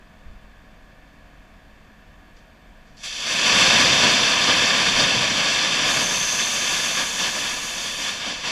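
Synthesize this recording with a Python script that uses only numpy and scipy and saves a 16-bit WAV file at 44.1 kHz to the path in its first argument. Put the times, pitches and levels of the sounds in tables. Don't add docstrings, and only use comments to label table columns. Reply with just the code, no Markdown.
import sys
import numpy as np
from scipy import signal
from scipy.fft import rfft, irfft, next_fast_len
from scipy.io import wavfile
from scipy.ndimage import uniform_filter1d

SR = 44100
rng = np.random.default_rng(int(sys.argv[2]) if len(sys.argv) > 2 else 0)


def file_out(sig):
    cols = np.atleast_2d(sig).T
    lim = np.clip(cols, -1, 1)
    pcm = np.round(lim * 32767).astype(np.int16)
    wavfile.write(sys.argv[1], SR, pcm)


N = 375291
PADDED = next_fast_len(N + SR // 10, True)
TIME, BINS = np.arange(N) / SR, np.fft.rfftfreq(PADDED, 1 / SR)
GATE_S = 2.943


def gain_of(db):
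    return 10 ** (np.asarray(db) / 20)


def unit_rms(x):
    return x / np.sqrt(np.mean(x ** 2) + 1e-20)


def curve(points, hz=BINS):
    f, value = np.transpose(points)
    return np.interp(np.log(hz + 1), np.log(f + 1), value)


def shaped(x, gain):
    return irfft(rfft(x, PADDED) * gain, PADDED)[:N]


def noise(gain):
    return unit_rms(shaped(rng.standard_normal(PADDED), gain))


def resonance(hz, width_hz):
    return 1 / (1 + (2 * (BINS - hz) / width_hz) ** 2)


def wander(rate_hz):
    steps, steps_per_s = 4096, 400
    hz = np.fft.rfftfreq(steps, 1 / steps_per_s)
    drift = irfft(rfft(rng.standard_normal(steps)) / (1 + (2 * hz / rate_hz - 1) ** 2))
    return np.interp(TIME * steps_per_s, np.arange(steps), unit_rms(drift))


def bursts(rows, rise_s):
    envelope = np.zeros(N)
    for start, db, t60 in rows:
        age = np.maximum(TIME - start, 0)
        envelope += gain_of(db - 60 * age / t60) * (1 - np.exp(-age / rise_s))
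    return envelope


def engine_clatter(firing_hz, throb):
    # f/Hz, relative density/dB
    spectrum = [(60, 7.5), (130, -1), (300, -3), (480, -6), (720, -5), (1000, -10), (1800, -7.5),
                (2700, -17), (3500, -20.5), (4800, -23), (5800, -49), (6800, -54), (9000, -31.5),
                (15000, -22.5)]
    firings = np.cumsum(firing_hz * (1 + .01 * wander(3))) / SR
    pulse = 1 + throb * np.cos(2 * np.pi * firings)
    return noise(gain_of(curve(spectrum))) * pulse * gain_of(0.27 * wander(27))


def engine_hum(drift, waver_db):
    # f/Hz, level/dB
    tones = [(42.6, -56.5), (83, -65), (157.3, -67), (179, -67), (213, -64), (283.2, -67.5), (636.5, -67.5),
             (708.5, -71), (748.5, -69.5), (933, -72.5), (993, -83), (1096.5, -73), (1214.7, -79),
             (1706, -72), (1862.5, -74)]
    engine_time = np.cumsum(1 + drift * wander(3.3)) / SR
    hum = np.zeros(N)
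    for hz, db in tones:
        amplitude = np.sqrt(2) * gain_of(db + waver_db * wander(6))
        hum += amplitude * np.sin(2 * np.pi * (hz * engine_time + rng.random()))
    return hum


def wind():
    # f/Hz, relative density/dB
    spectrum = [(5, -20), (16, 3), (32, 0), (52, -4), (72, -15), (130, -21), (400, -40), (2000, -70)]
    # t/s, level/dB, 60 dB decay/s
    buffets = [(.243, -34, 0.73), (2.085, -41, .2), (3.6, -48, 1.2), (4.93, -40, .5)]
    rumble = noise(gain_of(curve(spectrum))) * gain_of(-54 + wander(6.3))
    return rumble + noise(resonance(37.4, 55)) * bursts(buffets, rise_s=.008)


def microphone_hiss():
    # f/Hz, relative density/dB
    spectrum = [(100, 17.5), (7000, 2), (9500, -6.5), (11000, -7), (12200, -5), (14100, -6), (15200, -12)]
    return noise(gain_of(curve(spectrum)))


def clacks(per_s, spread_db, low_hz, high_hz, decay_cycles, pitches=32):
    strengths = gain_of(spread_db * np.minimum(rng.exponential(1, N), 4)) * rng.choice([-1, 1], N)
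    hits = strengths * (rng.random(N) < per_s / SR)
    size = rng.integers(0, pitches, N)
    t, knocks = TIME[:1024], np.zeros(N)
    for k, hz in enumerate(np.linspace(low_hz, high_hz, pitches)):
        ring = np.sin(2 * np.pi * hz * t) * np.exp(-t * hz / decay_cycles)
        knocks += signal.oaconvolve(hits * (size == k), unit_rms(ring))[:N]
    return unit_rms(knocks)


def grit():
    # t/s, level/dB, 60 dB decay/s
    trickles = [(2.362, -54, 0.24), (2.86, -64.5, 3.0), (2.965, -49, .7), (3.09, -42, .5)]
    chips = clacks(per_s=5500, spread_db=0, low_hz=4500, high_hz=12000, decay_cycles=1.2, pitches=8)
    patter = unit_rms(shaped(chips, BINS / np.hypot(BINS, 4000)))
    return patter * bursts(trickles, rise_s=.005)


def stream():
    full_db, build_db, build_s, ease_db_per_s = -16.8, 25, 0.62, 3.3
    chips_db, heavy_after_s = -14.5, 0.56
    age = np.maximum(TIME - GATE_S, 0)
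    to_build = np.maximum(1 - age / build_s, 0)
    flow_db = full_db - build_db * to_build ** 1.22 - ease_db_per_s * np.maximum(age - build_s, 0)
    return flow_db, chips_db * np.maximum(1 - age / heavy_after_s, 0)


def pour(surge_t60_s=0.32, opening_s=0.12):
    # t/s, level/dB, rise/s, length/s, extra weight/dB
    surges = [(3.033, -28.3, 0.005, 0.006, -2.5), (3.263, -28.3, 0.004, 0.06, 0),
              (3.436, -24.2, 0.035, 0.065, 3), (3.58, -20, 0.027, 0.035, -4.5),
              (3.677, -24.2, 0.03, 0.16, 2.5), (4.024, -20.2, 0.017, 0.045, 4),
              (4.465, -20.5, 0.005, 0.033, 6.5), (4.565, -26.4, 0.045, 0.32, 2),
              (4.95, -21.8, 0.056, 0.095, 0.5), (5.33, -25.5, 0.07, 0.46, -2),
              (5.786, -25, 0.04, 0.24, 1.5), (6.098, -29.3, 0.02, 0.06, -1.5),
              (6.27, -27.7, 0.016, 0.02, -9), (6.386, -25, 0.013, 0.03, -5.5),
              (6.535, -27.1, 0.085, 0.36, -3), (6.931, -26, 0.05, 0.08, 1), (7.183, -24.1, 0.015, 0.08, -1),
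              (7.31, -28.3, 0.05, 0.17, -0.5), (7.76, -32.5, 0.02, 0.15, -5), (7.96, -27.3, 0.1, 0.15, -3),
              (8.188, -29.2, 0.085, 0.125, 2.5), (8.425, -26.7, 0.045, 0.08, 0)]
    flow_db, weight_db = stream()
    power, extra_weight = gain_of(flow_db) ** 2, np.zeros(N)
    for start, db, rise, length, heavy_db in surges:
        release_db = -60 * np.maximum(TIME - start - length, 0) / surge_t60_s
        load = np.clip((TIME - start) / rise, 0, 1) * gain_of(db + release_db) ** 2
        power += load
        extra_weight += load * heavy_db
    gate = np.clip((TIME - GATE_S) / opening_s, 0, 1) ** 2
    return gate * np.sqrt(power), weight_db + extra_weight / power


def floor_boom(t, bare_db=-1.14, cushion_db_per_s=0.49):
    # middle t/s, extra boom/dB, half length/s
    drumming = [(3.92, 5.5, 0.15), (4.55, 2.5, 0.08), (5.15, 6.5, 0.26), (6.05, 4.5, 0.2)]
    swells_db = sum(db * np.exp(-((t - middle) / half) ** 2) for middle, db, half in drumming)
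    return bare_db - cushion_db_per_s * (t - GATE_S) + swells_db


def rush(weight_db, patch_db, flicker_db):
    # f/Hz, response to weight/(dB per dB)
    weight_response = [(40, 1.3), (190, 0.72), (700, 0.78), (1400, 0.61), (3000, 0.072), (9000, -0.42)]
    # f/Hz, response to boom/(dB per dB)
    boom_response = [(30, 0.47), (110, 2), (200, 0.0055), (400, 0.57), (700, 0.22), (1150, 0.054),
                     (1750, 0.15), (2600, 0.16)]
    hz, t, frames = signal.stft(rng.standard_normal(N), SR, nperseg=512, noverlap=384)
    patches = uniform_filter1d(rng.standard_normal(frames.shape), size=20, axis=0)
    patches = uniform_filter1d(patches, size=8, axis=1)
    flicker = uniform_filter1d(rng.standard_normal(len(t)), size=4)
    field_db = patch_db * unit_rms(patches) + flicker_db * unit_rms(flicker)
    field_db += curve(weight_response, hz)[:, None] * np.interp(t, TIME, weight_db)
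    field_db += curve(boom_response, hz)[:, None] * floor_boom(t)
    return signal.istft(frames * gain_of(field_db), SR, nperseg=512, noverlap=384)[1][:N]


def bay_echoes(x, t60_s, wet_db, echoes_per_s=2000):
    t = TIME[:SR // 2]
    tail = rng.standard_normal(len(t)) * (rng.random(len(t)) < echoes_per_s / SR)
    tail *= gain_of(-60 * t / t60_s)
    echoes = signal.oaconvolve(x, tail / np.linalg.norm(tail))[:N]
    return unit_rms(x + gain_of(wet_db) * echoes)


def stone():
    # f/Hz, gain/dB
    tone = [(30, -6), (85, -3.8), (103, -0.5), (180, 0.8), (400, 0.5), (1500, 0.5), (5000, 0.5),
            (15000, 0.5)]
    flow, weight_db = pour()
    roar = rush(weight_db, patch_db=0.66, flicker_db=0.22)
    knocks = clacks(per_s=1800, spread_db=3, low_hz=1830, high_hz=12600, decay_cycles=1.34)
    knocks = bay_echoes(knocks, t60_s=0.1, wet_db=1)
    knocks = shaped(knocks, BINS / np.hypot(BINS, 1200))
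    uneven = gain_of(0.4 * wander(19))
    return shaped(flow * uneven * (roar + gain_of(-9) * knocks), gain_of(curve(tone)))


def vented_air():
    # f/Hz, relative density/dB
    spectrum = [(2500, -35), (4600, -12), (5380, -16), (5600, -5), (6000, -2), (6550, 0.5), (7100, -6),
                (7700, -9.5), (8500, -18.5), (9050, -11), (10200, -15.5), (11100, -15.5), (12700, -25),
                (13250, -23), (14400, -30)]
    # f/Hz, width/Hz, relative level/dB
    bands = [(6280, 100, 3), (6050, 650, -3)]
    open_s, rise_s, hold_s, sag_db_per_s = 5.82, 0.08, 1.09, 5
    peak_s, swell_db_per_s, fade_db_per_s = 6.24, 38, 21
    shut_s, shut_db_per_s = 8.02, 45
    age, past_peak = TIME - open_s, TIME - peak_s
    valve = np.clip(age / rise_s, 0, 1) * gain_of(-shut_db_per_s * np.maximum(TIME - shut_s, 0))
    hiss_db = -31 - sag_db_per_s * np.maximum(age - hold_s, 0)
    whistle_db = -26 + np.minimum(swell_db_per_s * past_peak, -fade_db_per_s * past_peak)
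    hiss = noise(gain_of(curve(spectrum))) * gain_of(hiss_db + 0.5 * wander(10))
    whistle = noise(sum(gain_of(db) * resonance(hz, width) for hz, width, db in bands))
    return valve * (hiss + whistle * gain_of(whistle_db))


def scene():
    # f/Hz, width/Hz, gain/dB
    peaks = [(205, 265, 6), (520, 170, 3), (668, 345, 4.5), (990, 160, 6.5), (1155, 222, 7),
             (1475, 200, 3.5), (1707, 308, 9), (2280, 470, 7.0), (2588, 330, 8.5), (2689, 42, 12.5),
             (3136, 630, 8.5), (3475, 230, 11), (3642, 106, 10), (4316, 570, 4), (4630, 440, 5.5),
             (4934, 580, 4.5), (5790, 590, 5), (6130, 480, 0.1), (6880, 810, -2.5), (7540, 320, -3),
             (7920, 610, -9), (9640, 1600, -16), (10450, 740, -15.5), (10900, 1080, -19),
             (12250, 570, -28.5), (13380, 1510, -30), (15030, 1220, -36.5)]
    colour = np.sqrt(sum((gain_of(db) * resonance(hz, width)) ** 2 for hz, width, db in peaks))
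    loading_bay = stone() + grit() + gain_of(-55) * engine_clatter(firing_hz=42, throb=0.065)
    self_noise = gain_of(-62.5) * microphone_hiss()
    direct = engine_hum(drift=0.0017, waver_db=1.5) + vented_air() + wind()
    mono = shaped(loading_bay, colour) + direct + self_noise
    return np.array([mono, mono])


def record(dry):
    low_pass = signal.firwin(511, 15270, window=("kaiser", 9), fs=SR)
    return signal.oaconvolve(dry, low_pass[None], "same")


dry = scene()
out = record(dry)
file_out(out)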